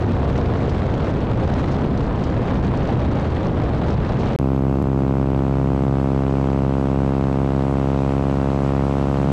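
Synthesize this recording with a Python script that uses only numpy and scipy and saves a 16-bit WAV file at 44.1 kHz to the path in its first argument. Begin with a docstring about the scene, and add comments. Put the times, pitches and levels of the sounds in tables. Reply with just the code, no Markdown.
"""A radial-engined biplane's two-blade propeller in cruise, heard from two mounts in turn.
Behind the engine, slipstream turbulence batters the microphone and all but buries the blades.
After a short silent cut, out on the wing, the blades rasp cleanly and gain a little speed
over the throb of unequal cylinders, rushing air and a few gusts."""
import sys
import numpy as np
from scipy import signal
from scipy.fft import rfft, irfft, next_fast_len
from scipy.io import wavfile
from scipy.ndimage import uniform_filter1d, minimum_filter1d

SR = 44100
rng = np.random.default_rng(int(sys.argv[2]) if len(sys.argv) > 2 else 0)


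def wav_record(signal):
    """Record a signal, one row per channel, as 16-bit PCM in the file named by sys.argv[1]."""
    frames = np.transpose(np.atleast_2d(signal))
    bounded = np.clip(frames, -1, 1)
    # unit amplitude maps onto the largest positive 16-bit level
    quanta = np.round(bounded * 32767).astype(np.int16)
    wavfile.write(sys.argv[1], SR, quanta)


N = 411011
TIME = np.arange(N) / SR
CUT_OUT_S, CUT_IN_S, SKIP_S = 4.3618, 4.3885, 4.8247


def from_db(db):
    """Decibels to gain."""
    return 10 ** (np.asarray(db) / 20)


def unit_rms(x):
    """Scale to unit power."""
    return x / np.sqrt(np.mean(x ** 2) + 1e-20)


def in_time(curve):
    """Breakpoint curve at every sample."""
    return np.interp(TIME, *np.transpose(curve))


def on_log_axis(points, where):
    """Spectrum interpolated over log frequency."""
    place, value = np.transpose(points)
    return np.interp(np.log(where), np.log(place), value)


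def drift(rate_hz):
    """Smooth random wander, unit RMS."""
    hop, settle = 20, 4000
    pole = np.exp(-2 * np.pi * hop * rate_hz / SR)
    noise = rng.standard_normal(N // hop + settle + 2)
    slow = signal.lfilter([1], [1, -2 * pole, pole * pole], noise)[settle:]
    return np.interp(np.arange(N) / hop, np.arange(len(slow)), unit_rms(slow))


def band_noise(low_hz, high_hz, order=2):
    """Band-passed noise, unit RMS."""
    sos = signal.butter(order, [low_hz, high_hz], "band", fs=SR, output="sos")
    return unit_rms(signal.sosfilt(sos, rng.standard_normal(N)))


def turbulence(spectrum, swell_db):
    """Coloured noise in half-octave bands, each modulated by swell_db(hz)."""
    size = next_fast_len(N, real=True)
    hz = np.maximum(np.arange(size // 2 + 1) * SR / size, 1)
    bins = rfft(rng.standard_normal(size)) * from_db(on_log_axis(spectrum, hz)) * (hz > 10)
    half_octaves, out = 2 * np.log2(hz / 10), 0
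    for band in range(23):
        share = np.maximum(1 - np.abs(half_octaves - band), 0)
        out += irfft(bins * share)[:N] * from_db(swell_db(10 * 2 ** (band / 2)))
    return out / np.std(irfft(bins))


# Slipstream spectrum: freq_hz, relative_density_db
SLIPSTREAM_SPECTRUM = [(15, -10), (35, -6.5), (70, 0.5), (125, -1), (250, -7), (500, -12.5), (900, -19.5),
                       (1400, -27), (2200, -35), (4000, -43), (6000, -59), (8200, -62), (10000, -73.5),
                       (13000, -90)]
# Strongest eddies' passing rate: time_s, rate_hz
EDDY_RATE = [(0.0, 76), (0.55, 59.7), (1.25, 113), (1.5, 108), (1.68, 189), (2.65, 180), (2.9, 80),
             (3.4, 72), (4.3, 125)]

def slipstream(passes, force_db, hiss_db, level_db=-19, eddy_db=2.5, eddy_octaves=0.27):
    """Eddies roll in the bass; the treble surges and tears, lightly chopped by the blades."""
    eddy_hz = in_time(EDDY_RATE)
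    tear_db = 3.5 * drift(250) + 0.9 * drift(25) - 0.5 * np.cos(2 * np.pi * passes)

    def swell_db(hz):
        rough = hz / (hz + 700)
        treble = hz ** 2 / (hz ** 2 + 2200 ** 2)
        eddy_peak = np.exp(-.5 * (np.log2(hz / eddy_hz) / eddy_octaves) ** 2)
        roll_db = eddy_db * (eddy_peak - 0.25 * (1 - rough))
        surge_db = treble * hiss_db + (1 - treble) * force_db * hz / (hz + 150)
        return roll_db + surge_db + rough * tear_db + 0.78 * drift(65)

    return from_db(level_db) * turbulence(SLIPSTREAM_SPECTRUM, swell_db)


def crackle(hiss_db, base_per_s=380, spread_db=3, decay_s=0.00056, level_db=-56):
    """Tiny vortices tick at the microphone port, more often in a strong stream."""
    onsets = rng.random(N) < base_per_s * from_db(2 * hiss_db) / SR
    sizes = from_db(spread_db * np.minimum(rng.exponential(1, N), 3))
    envelope = signal.lfilter([1], [1, -np.exp(-1 / (decay_s * SR))], onsets * sizes + 1e-18)
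    ticks = signal.lfilter([1], [1, -.8], envelope * rng.standard_normal(N))
    port = signal.butter(4, [2800, 6800], "band", fs=SR, output="sos")
    return from_db(level_db) * unit_rms(signal.sosfilt(port, ticks))


# Propeller speed: time_s, blade_rate_hz
BLADE_RATE = [(4.39, 66.98), (5.0, 67.22), (5.6, 67.44), (6.2, 67.64), (6.8, 67.78), (7.4, 67.85),
              (8.0, 68.17), (8.6, 68.53), (9.32, 69.08)]

def blade_passes(cut_in_passes=0.324, skip_passes=0.274, jitter_passes=0.00056):
    """Running count of blade passes; the beat skips ahead once."""
    count = np.cumsum(in_time(BLADE_RATE)) / SR
    count += cut_in_passes - np.interp(CUT_IN_S, TIME, count)
    return count + skip_passes * (TIME > SKIP_S) + jitter_passes * drift(30)


# Blade pulse spectrum: harmonic, relative_db
BLADE_SPECTRUM = [(1, -25.5), (2, -22.5), (3, -26.5), (4, -26), (5, -30.5), (6, -32), (7, -35), (10, -38),
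                  (14, -43.5), (18, -48), (22, -55), (26, -64.5), (40, -67)]

def propeller(passes, edge_db, bass_harmonics=6, lag_hz=185, skew_rad=1.85):
    """Each blade sends a crack, then a slower suction; load sharpens the crack and thins the bass."""
    bass, crack = np.zeros((2, N))
    for k in range(1, round(BLADE_SPECTRUM[-1][0]) + 1):
        hz = k * BLADE_RATE[0][1]
        # all-pass phase: the bass trails the crack
        phase = 2 * np.arctan2(hz * lag_hz, hz ** 2 - lag_hz ** 2) - skew_rad
        gain = np.sqrt(2) * from_db(on_log_axis(BLADE_SPECTRUM, k))
        part = bass if k <= bass_harmonics else crack
        part += gain * np.cos(2 * np.pi * k * passes + phase)
    return bass * from_db(-0.61 * edge_db) + crack * from_db(edge_db + 0.02 * drift(25))


# Vortex bursts: peak_s, decay_s, relative_db
VORTEX_BURSTS = [(0.3781, 0.0028, -26), (0.695, .015, -32), (1.045, .035, -39), (1.54, 0.0029, -27),
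                 (1.7165, .025, -33), (1.976, .005, -29), (2.2384, 0.008, -28), (2.7741, 0.0027, -28),
                 (3.4685, .0025, -27), (3.9051, 0.0055, -28), (4.195, 0.037, -35)]

def spits(gain_db=-11.5, attack_ratio=0.19):
    """Larger vortices burst at the port: sharp onset, short hiss."""
    envelope = 0
    for peak_s, decay_s, db in VORTEX_BURSTS:
        away_s = np.maximum(TIME - peak_s, (peak_s - TIME) / attack_ratio)
        envelope += from_db(db + gain_db) * np.exp(-away_s / decay_s)
    return envelope * band_noise(1800, 6200, order=4)


# Slipstream force: time_s, relative_db
STREAM_FORCE = [(0.0, 0.5), (0.4, 0.3), (1.5, 0.7), (2.1, -1.1), (2.55, 0.4), (3.6, 0), (4.3, 0.7)]

def behind_the_engine(passes, propeller_db=-12):
    """Slipstream and port noise over a faint propeller."""
    force_db = in_time(STREAM_FORCE)
    hiss_db = 1.1 * force_db + drift(14)
    wind = slipstream(passes, force_db, hiss_db) + spits() + crackle(hiss_db)
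    return wind + from_db(propeller_db) * propeller(passes, edge_db=0)


def blade_hiss(passes, flow_db, base_db=-38, width_passes=0.017, delay_passes=0.036):
    """A puff of tip turbulence follows each crack, louder from one of the two blades."""
    offset = (passes - delay_passes + .5) % 1 - .5
    puff = np.exp(-.5 * (offset / width_passes) ** 2)
    imbalance_db = -np.cos(np.pi * passes)
    return from_db(base_db + flow_db + imbalance_db) * puff * band_noise(1700, 3630)


# Exhaust partials: cycle_harmonic, level_db
EXHAUST_PARTIALS = [(2, -53.5), (3, -50), (5, -48), (6, -48), (7, -41), (9, -44), (10, -48), (11, -39),
                    (13, -46), (14, -44.5), (17, -48.5), (31, -54)]

def exhaust(passes, waver_db=2, wander_rad=0.083):
    """Unequal cylinders repeat each four-stroke cycle: two shaft turns, four blade passes."""
    out = 0
    for harmonic, db in EXHAUST_PARTIALS:
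        phase = 2 * np.pi * (harmonic * passes / 4 + rng.random()) + wander_rad * drift(1.6)
        out += np.sqrt(2) * from_db(db + waver_db * drift(2)) * np.sin(phase)
    return out


# Wing air spectrum: freq_hz, relative_density_db
AIR_SPECTRUM = [(20, -15.5), (50, -1.5), (110, 1), (220, -0.5), (450, -11), (1100, -14), (1800, -21.5),
                (2800, -25), (3700, -31), (5500, -36), (8400, -41), (9400, -48), (11000, -51), (15000, -77)]

def wing_air(flow_db, base_db=-31, flicker_db=0.7, bright_hz=700, rumble_loss=0.069):
    """Air rushes past the wing; faster flow trades rumble for hiss."""
    def swell_db(hz):
        tilt = (1 + rumble_loss) * hz / (hz + bright_hz) - rumble_loss
        return flow_db * tilt + flicker_db * drift(11)

    return from_db(base_db) * turbulence(AIR_SPECTRUM, swell_db)


def sizzle(start_db=-70.5, fade_db_per_s=6):
    """Thin top-end hiss, fading steadily."""
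    level_db = start_db - fade_db_per_s * np.maximum(TIME - CUT_IN_S, 0)
    return from_db(level_db) * band_noise(11000, 13600)


# Wing gusts: peak_s, sigma_s, centre_hz, level_db
WING_GUSTS = [(4.84, 0.15, 127, -30), (4.98, 0.23, 310, -33), (5.25, 0.29, 110, -35.5),
              (5.32, 0.087, 352, -38), (5.607, 0.13, 172, -27.5), (5.845, 0.081, 128, -24.5),
              (6.417, 0.18, 358, -36), (9.29, 0.12, 174, -25.5)]

def gusts(edge_ratio=1.21):
    """Passing eddies rumble briefly on the microphone."""
    out = 0
    for peak_s, sigma_s, hz, db in WING_GUSTS:
        envelope = from_db(db) * np.exp(-.5 * ((TIME - peak_s) / sigma_s) ** 2)
        out += envelope * band_noise(hz / edge_ratio, hz * edge_ratio, order=3)
    return out


def skip_tick(gain_db=-36, decay_s=0.00006, low_hz=3000):
    """Faint, dry tick where the beat skips."""
    pulse = np.exp(-np.abs(TIME - SKIP_S) / decay_s) * (TIME > SKIP_S)
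    highpass = signal.butter(1, low_hz, "high", fs=SR, output="sos")
    return from_db(gain_db) * signal.sosfilt(highpass, pulse)


# Airflow as the plane gathers speed: time_s, relative_db
WING_FLOW = [(4.4, -6), (5.2, -4.6), (6.5, -2), (7.2, -2), (8.0, 0), (9.3, 1.5)]

def on_the_wing(passes):
    """Propeller and exhaust in the open; faster air sharpens the blades."""
    flow_db = in_time(WING_FLOW)
    air = wing_air(flow_db) + sizzle()
    blades = propeller(passes, edge_db=1.07 + 0.29 * flow_db) + blade_hiss(passes, flow_db)
    return blades + exhaust(passes) + air + gusts() + skip_tick()


def limiter(x, ceiling_db, release_db_per_s):
    """Gain drops within milliseconds above the ceiling and recovers at a steady rate."""
    level_db = 10 * np.log10(np.abs(uniform_filter1d(x ** 2, size=100)) + 1e-12)
    over_db = np.maximum(level_db - ceiling_db, 0)
    ramp_db = release_db_per_s * TIME
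    held_db = np.maximum.accumulate(over_db + ramp_db) - ramp_db
    gain_db = uniform_filter1d(minimum_filter1d(-held_db, size=130), size=130)
    return x * from_db(gain_db)


def scene(fade_s=0.0004):
    """Engine mount, brief silence, wing mount; one limiter each."""
    passes = blade_passes()
    engine = limiter(behind_the_engine(passes), ceiling_db=-13.5, release_db_per_s=231)
    wing = limiter(on_the_wing(passes), ceiling_db=-12.5, release_db_per_s=111)
    fade_out = np.clip((CUT_OUT_S - TIME) / fade_s, 0, 1)
    return (engine * fade_out + wing * (TIME > CUT_IN_S))[None]


def record(dry, stop_hz=15500):
    """Steep low-pass."""
    return signal.sosfilt(signal.cheby2(12, 70, stop_hz, fs=SR, output="sos"), dry)


dry = scene()
out = record(dry)
wav_record(out)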